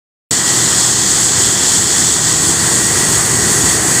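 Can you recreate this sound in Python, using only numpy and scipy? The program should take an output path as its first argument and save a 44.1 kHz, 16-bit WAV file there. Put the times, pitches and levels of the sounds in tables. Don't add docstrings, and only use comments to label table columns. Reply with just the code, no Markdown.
import sys
import numpy as np
from scipy import signal
from scipy.fft import rfft, irfft, next_fast_len
from scipy.io import wavfile
from scipy.ndimage import uniform_filter1d, map_coordinates

SR = 44100
rng = np.random.default_rng(int(sys.argv[2]) if len(sys.argv) > 2 else 0)


def digitize_waveform(pressure):
    field = np.atleast_2d(pressure).T
    bounded = np.clip(field, -1, 1)
    quanta = np.round(bounded * 32767).astype(np.int16)
    wavfile.write(sys.argv[1], SR, quanta)


N = 176400

# start_s, level_db
BRIGHT_HISS_LEVEL = [(.31, -11.5), (.35, -13), (.43, -16.5), (.47, -12.5), (.63, -13), (.72, -12.7),
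                     (.88, -13), (.95, -16), (1.06, -13.5), (1.16, -13.5), (1.25, -11.5), (1.35, -16),
                     (1.39, -11.5), (1.52, -14.5), (1.63, -14), (1.71, -11.5), (1.78, -12), (1.87, -14.5),
                     (1.98, -11.5), (2.04, -12.5), (2.13, -13), (2.19, -15.5), (2.29, -13), (2.4, -14.5),
                     (2.5, -12), (2.58, -14.5), (2.68, -13.3), (2.91, -14), (3.15, -13), (3.21, -14),
                     (3.45, -14.6), (3.52, -12.5), (3.6, -13.8), (3.72, -12), (3.8, -15.5), (3.92, -12.5)]
# start_s, level_db
LOW_HISS_LEVEL = [(.32, -19.5), (.43, -23), (.48, -20), (.8, -19.5), (.95, -20.5), (1.06, -20),
                  (1.35, -20.5), (1.45, -19.3), (1.54, -22.5), (1.63, -19), (1.75, -19), (1.86, -22.5),
                  (1.93, -19.5), (2.12, -20), (2.19, -23), (2.29, -19), (2.35, -21.5), (2.78, -21.5),
                  (3.15, -21), (3.22, -23), (3.72, -20.5), (3.8, -23.5), (4, -21.5)]
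# frequency_hz, relative_db
HISS_SPECTRUM_BEFORE = [(1500, -25), (2400, -21.5), (2850, -18), (3150, -11), (3400, -8.5), (3800, -14.5),
                        (4400, -9), (5200, -10), (5650, -8.5), (6000, -8.5), (6850, -1), (7250, -1.5),
                        (7800, 1.5), (8250, -3), (9000, -10), (10000, -16.5), (11500, -25), (15300, -25.5)]
# frequency_hz, relative_db
HISS_SPECTRUM_AFTER = [(1500, -43), (2400, -19.5), (2900, -16), (3400, -11.5), (3850, -16.5), (4500, -9.5),
                       (4850, -10.5), (5350, -12.5), (5700, -7.5), (6000, -11.5), (6400, -3.5),
                       (6900, -2.5), (7250, -3), (7800, 0), (8400, -3), (9000, -7.5), (10000, -14),
                       (11500, -22.5), (15300, -24)]
# frequency_hz, relative_db
WASH_SPECTRUM = [(200, -26), (450, -3), (560, -4.5), (750, -1.5), (1050, -0.5), (1450, -1.5), (1800, 1.5),
                 (1950, 3), (2080, -4.5), (2300, -9), (3200, -20), (6000, -40)]
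# start_s, level_db
WASH_LEVELS = [(0.32, -25.5), (0.84, -25.5), (0.95, -28), (1.2, -24), (1.21, -26.5), (1.76, -25.5),
               (1.88, -28.5), (1.9, -24.5), (2.18, -27.5), (2.72, -23), (2.89, -26.5), (2.95, -23.5),
               (3.87, -23.5), (4.0, -21)]
# frequency_hz, relative_db
RUMBLE_SPECTRUM = [(20, -38), (36, -26), (50, -11.5), (65, -5.5), (76, -4.5), (92, 2), (108, -1.5),
                   (135, 0), (175, -3), (197, 2), (218, -2.5), (330, -1.5), (405, -2), (470, -8.5),
                   (560, -18.5), (900, -32.5)]
# start_s, level_db
RUMBLE_LEVELS = [(0.32, -22.5), (0.42, -27), (0.58, -23.5), (1.0, -25.5), (1.05, -23.5), (2.39, -24),
                 (2.51, -19), (2.54, -25), (2.9, -21.5), (4.0, -21)]
# start_s, gain_db
DEEP_BASS_GAIN = [(.31, -20), (.5, -8), (.7, -3), (2.3, 1), (2.8, 2), (4, 3)]
# pitch_hz, before_shift_db, after_shift_db, wander_hz
MACHINE_TONES = [(120, -33.5, -29.5, 1.6), (339, -37, -34, 3.5), (748, -43, -50, 3), (3366, -45, -50, 8),
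                 (3972, -44, -50, 2), (4288, -40, -45, 2), (4372, -36.5, -38, 1.5), (4456, -44, -36.5, 2),
                 (6855, -31, -39, 14)]
# start_s, level_db
HUM_LEVELS = [(.31, -45), (.55, -29.5), (.9, -42), (1.5, -38), (2, -34.5), (2.3, -29.5), (2.6, -28.5),
              (2.8, -40), (3.2, -30), (3.6, -30.5), (4, -41)]
# start_s, level_db
WHINE_LEVELS = [(.31, -38), (.5, -26), (.62, -42), (1.1, -39), (1.25, -44), (1.38, -27), (1.55, -45),
                (2.3, -39), (2.7, -31), (3, -29), (3.3, -35), (3.53, -27.5), (3.8, -33), (4, -35)]
# pitch_hz, relative_db, wander_hz
WHINE_PARTIALS = [(1936, 0, 6), (1890, -3.5, 7)]

START_S, FADE_IN_S = 0.3081, 0.002
SHIFT_MIDDLE_S, SHIFT_LENGTH_S = 2.58, 0.68
HISS_SPLIT_HZ, DEEP_BASS_HZ = 6120, 91
HISS_TRIM_DB, WASH_TRIM_DB, RUMBLE_TRIM_DB = -1, 1, -0.58
BUBBLES_PER_S, BUBBLE_MEDIAN_HZ, BUBBLE_DECAY_CYCLES, BUBBLE_DB = 350, 1000, 7.5, -10
TONE_WAVER_DB, WAVER_KNOTS_PER_S, WANDER_KNOTS_PER_S = 1.5, 7.07, 25
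HUM_HZ, HUM_WANDER_HZ = 160.5, 1.24
CEILING, TOP_HZ = 0.97, 15550


def amp(db):
    return 10 ** (np.asarray(db) / 20)


def unit(x):
    return x / np.sqrt(np.mean(x ** 2) + 1e-20)


def curve(rows):
    return np.interp(np.arange(N) / SR, *np.transpose(rows))


def wobble(knots_per_s):
    knots = rng.standard_normal(2048)
    return map_coordinates(knots, [np.arange(N) * knots_per_s / SR], mode="mirror")


def wandering_sine(pitch_hz, wander_hz, knots_per_s):
    frequency_hz = pitch_hz + wander_hz * wobble(knots_per_s)
    return np.sin(2 * np.pi * np.cumsum(frequency_hz) / SR)


def filtered(x, response):
    padded = next_fast_len(N + SR // 2)
    spectrum = rfft(x, padded) * response(np.fft.rfftfreq(padded, 1 / SR))
    return irfft(spectrum, padded)[:N]


def coloured(x, spectrum):
    point_hz, point_db = np.transpose(spectrum)
    log_hz = np.log(point_hz + 1)
    return unit(filtered(x, lambda hz: amp(np.interp(np.log(hz + 1), log_hz, point_db))))


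def rush(spectrum, patchy_db):
    noise = signal.stft(rng.standard_normal(N), nperseg=512)[2]
    patches = uniform_filter1d(rng.standard_normal(noise.shape), size=7, axis=0)
    patches = uniform_filter1d(patches, size=10, axis=1)
    patchy = signal.istft(noise * amp(patchy_db * unit(patches)), nperseg=512)[1][:N]
    return coloured(patchy, spectrum)


def shift():
    return np.clip((np.arange(N) / SR - SHIFT_MIDDLE_S) / SHIFT_LENGTH_S + 0.5, 0, 1)


def steam():
    moved = shift()
    jet = np.sqrt(1 - moved) * rush(HISS_SPECTRUM_BEFORE, patchy_db=0.76)
    jet += np.sqrt(moved) * rush(HISS_SPECTRUM_AFTER, patchy_db=0.7)
    low = filtered(jet, lambda hz: 1 / (1 + (hz / HISS_SPLIT_HZ) ** 12))
    bright = jet - low
    sputter = unit(amp(0.32 * wobble(25.12) + 0.4 * wobble(260)))
    bright_surge = amp(HISS_TRIM_DB + curve(BRIGHT_HISS_LEVEL)) * unit(bright)
    low_surge = amp(curve(LOW_HISS_LEVEL)) * unit(low)
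    return sputter * (bright_surge + low_surge)


def wash():
    water = rush(WASH_SPECTRUM, patchy_db=0.8)
    water += amp(BUBBLE_DB) * coloured(bubbles(), WASH_SPECTRUM)
    return amp(WASH_TRIM_DB + curve(WASH_LEVELS) + 0.52 * wobble(14)) * water


def bubbles(count=2000):
    t = np.arange(SR // 30) / SR
    start_s = np.cumsum(rng.exponential(size=count)) / BUBBLES_PER_S
    pitch_hz = BUBBLE_MEDIAN_HZ * np.exp(0.449 * rng.standard_normal((count, 1)))
    size = amp(2.8 * np.minimum(rng.exponential(size=(count, 1)), 4))
    age = pitch_hz * t / BUBBLE_DECAY_CYCLES
    phase = 2 * np.pi * pitch_hz * t * (1 + 0.04 * np.minimum(age, 2))
    envelope = np.exp(-2 * age) * (1 - np.exp(-20 * age))
    rings = size * np.sin(phase) * envelope
    at = (start_s[:, None] * SR).astype(int) + np.arange(len(t))
    return np.bincount(at.ravel(), rings.ravel(), N)[:N]


def rumble():
    roar = rush(RUMBLE_SPECTRUM, patchy_db=0.84)
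    deep = filtered(roar, lambda hz: 1 / (1 + (hz / DEEP_BASS_HZ) ** 6))
    balanced = roar - deep + amp(curve(DEEP_BASS_GAIN)) * deep
    return amp(RUMBLE_TRIM_DB + curve(RUMBLE_LEVELS)) * balanced


def tones():
    out, moved = np.zeros(N), shift()
    for pitch_hz, before_db, after_db, wander_hz in MACHINE_TONES:
        sine = wandering_sine(pitch_hz, wander_hz, WANDER_KNOTS_PER_S)
        wavering = unit(amp(TONE_WAVER_DB * wobble(WAVER_KNOTS_PER_S)) * sine)
        out += amp(before_db + (after_db - before_db) * moved) * wavering
    return out


def hum():
    return amp(curve(HUM_LEVELS)) * unit(wandering_sine(HUM_HZ, HUM_WANDER_HZ, 15))


def whine():
    partials = np.zeros(N)
    for pitch_hz, relative_db, wander_hz in WHINE_PARTIALS:
        partials += amp(relative_db) * wandering_sine(pitch_hz, wander_hz, WANDER_KNOTS_PER_S)
    return amp(curve(WHINE_LEVELS)) * unit(partials * amp(1.5 * wobble(11)))


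def scene():
    deck = steam() + wash() + rumble() + tones() + hum() + whine()
    return np.array([deck, deck])


def record(dry):
    on = np.clip((np.arange(N) / SR - START_S) / FADE_IN_S, 0, 1)
    rounded = on * dry / (1 + np.abs(dry / CEILING) ** 10) ** (1 / 10)
    return np.array([filtered(channel, lambda hz: np.clip((TOP_HZ - hz) / 200 + 0.5, 0, 1))
                     for channel in rounded])


dry = scene()
out = record(dry)
digitize_waveform(out)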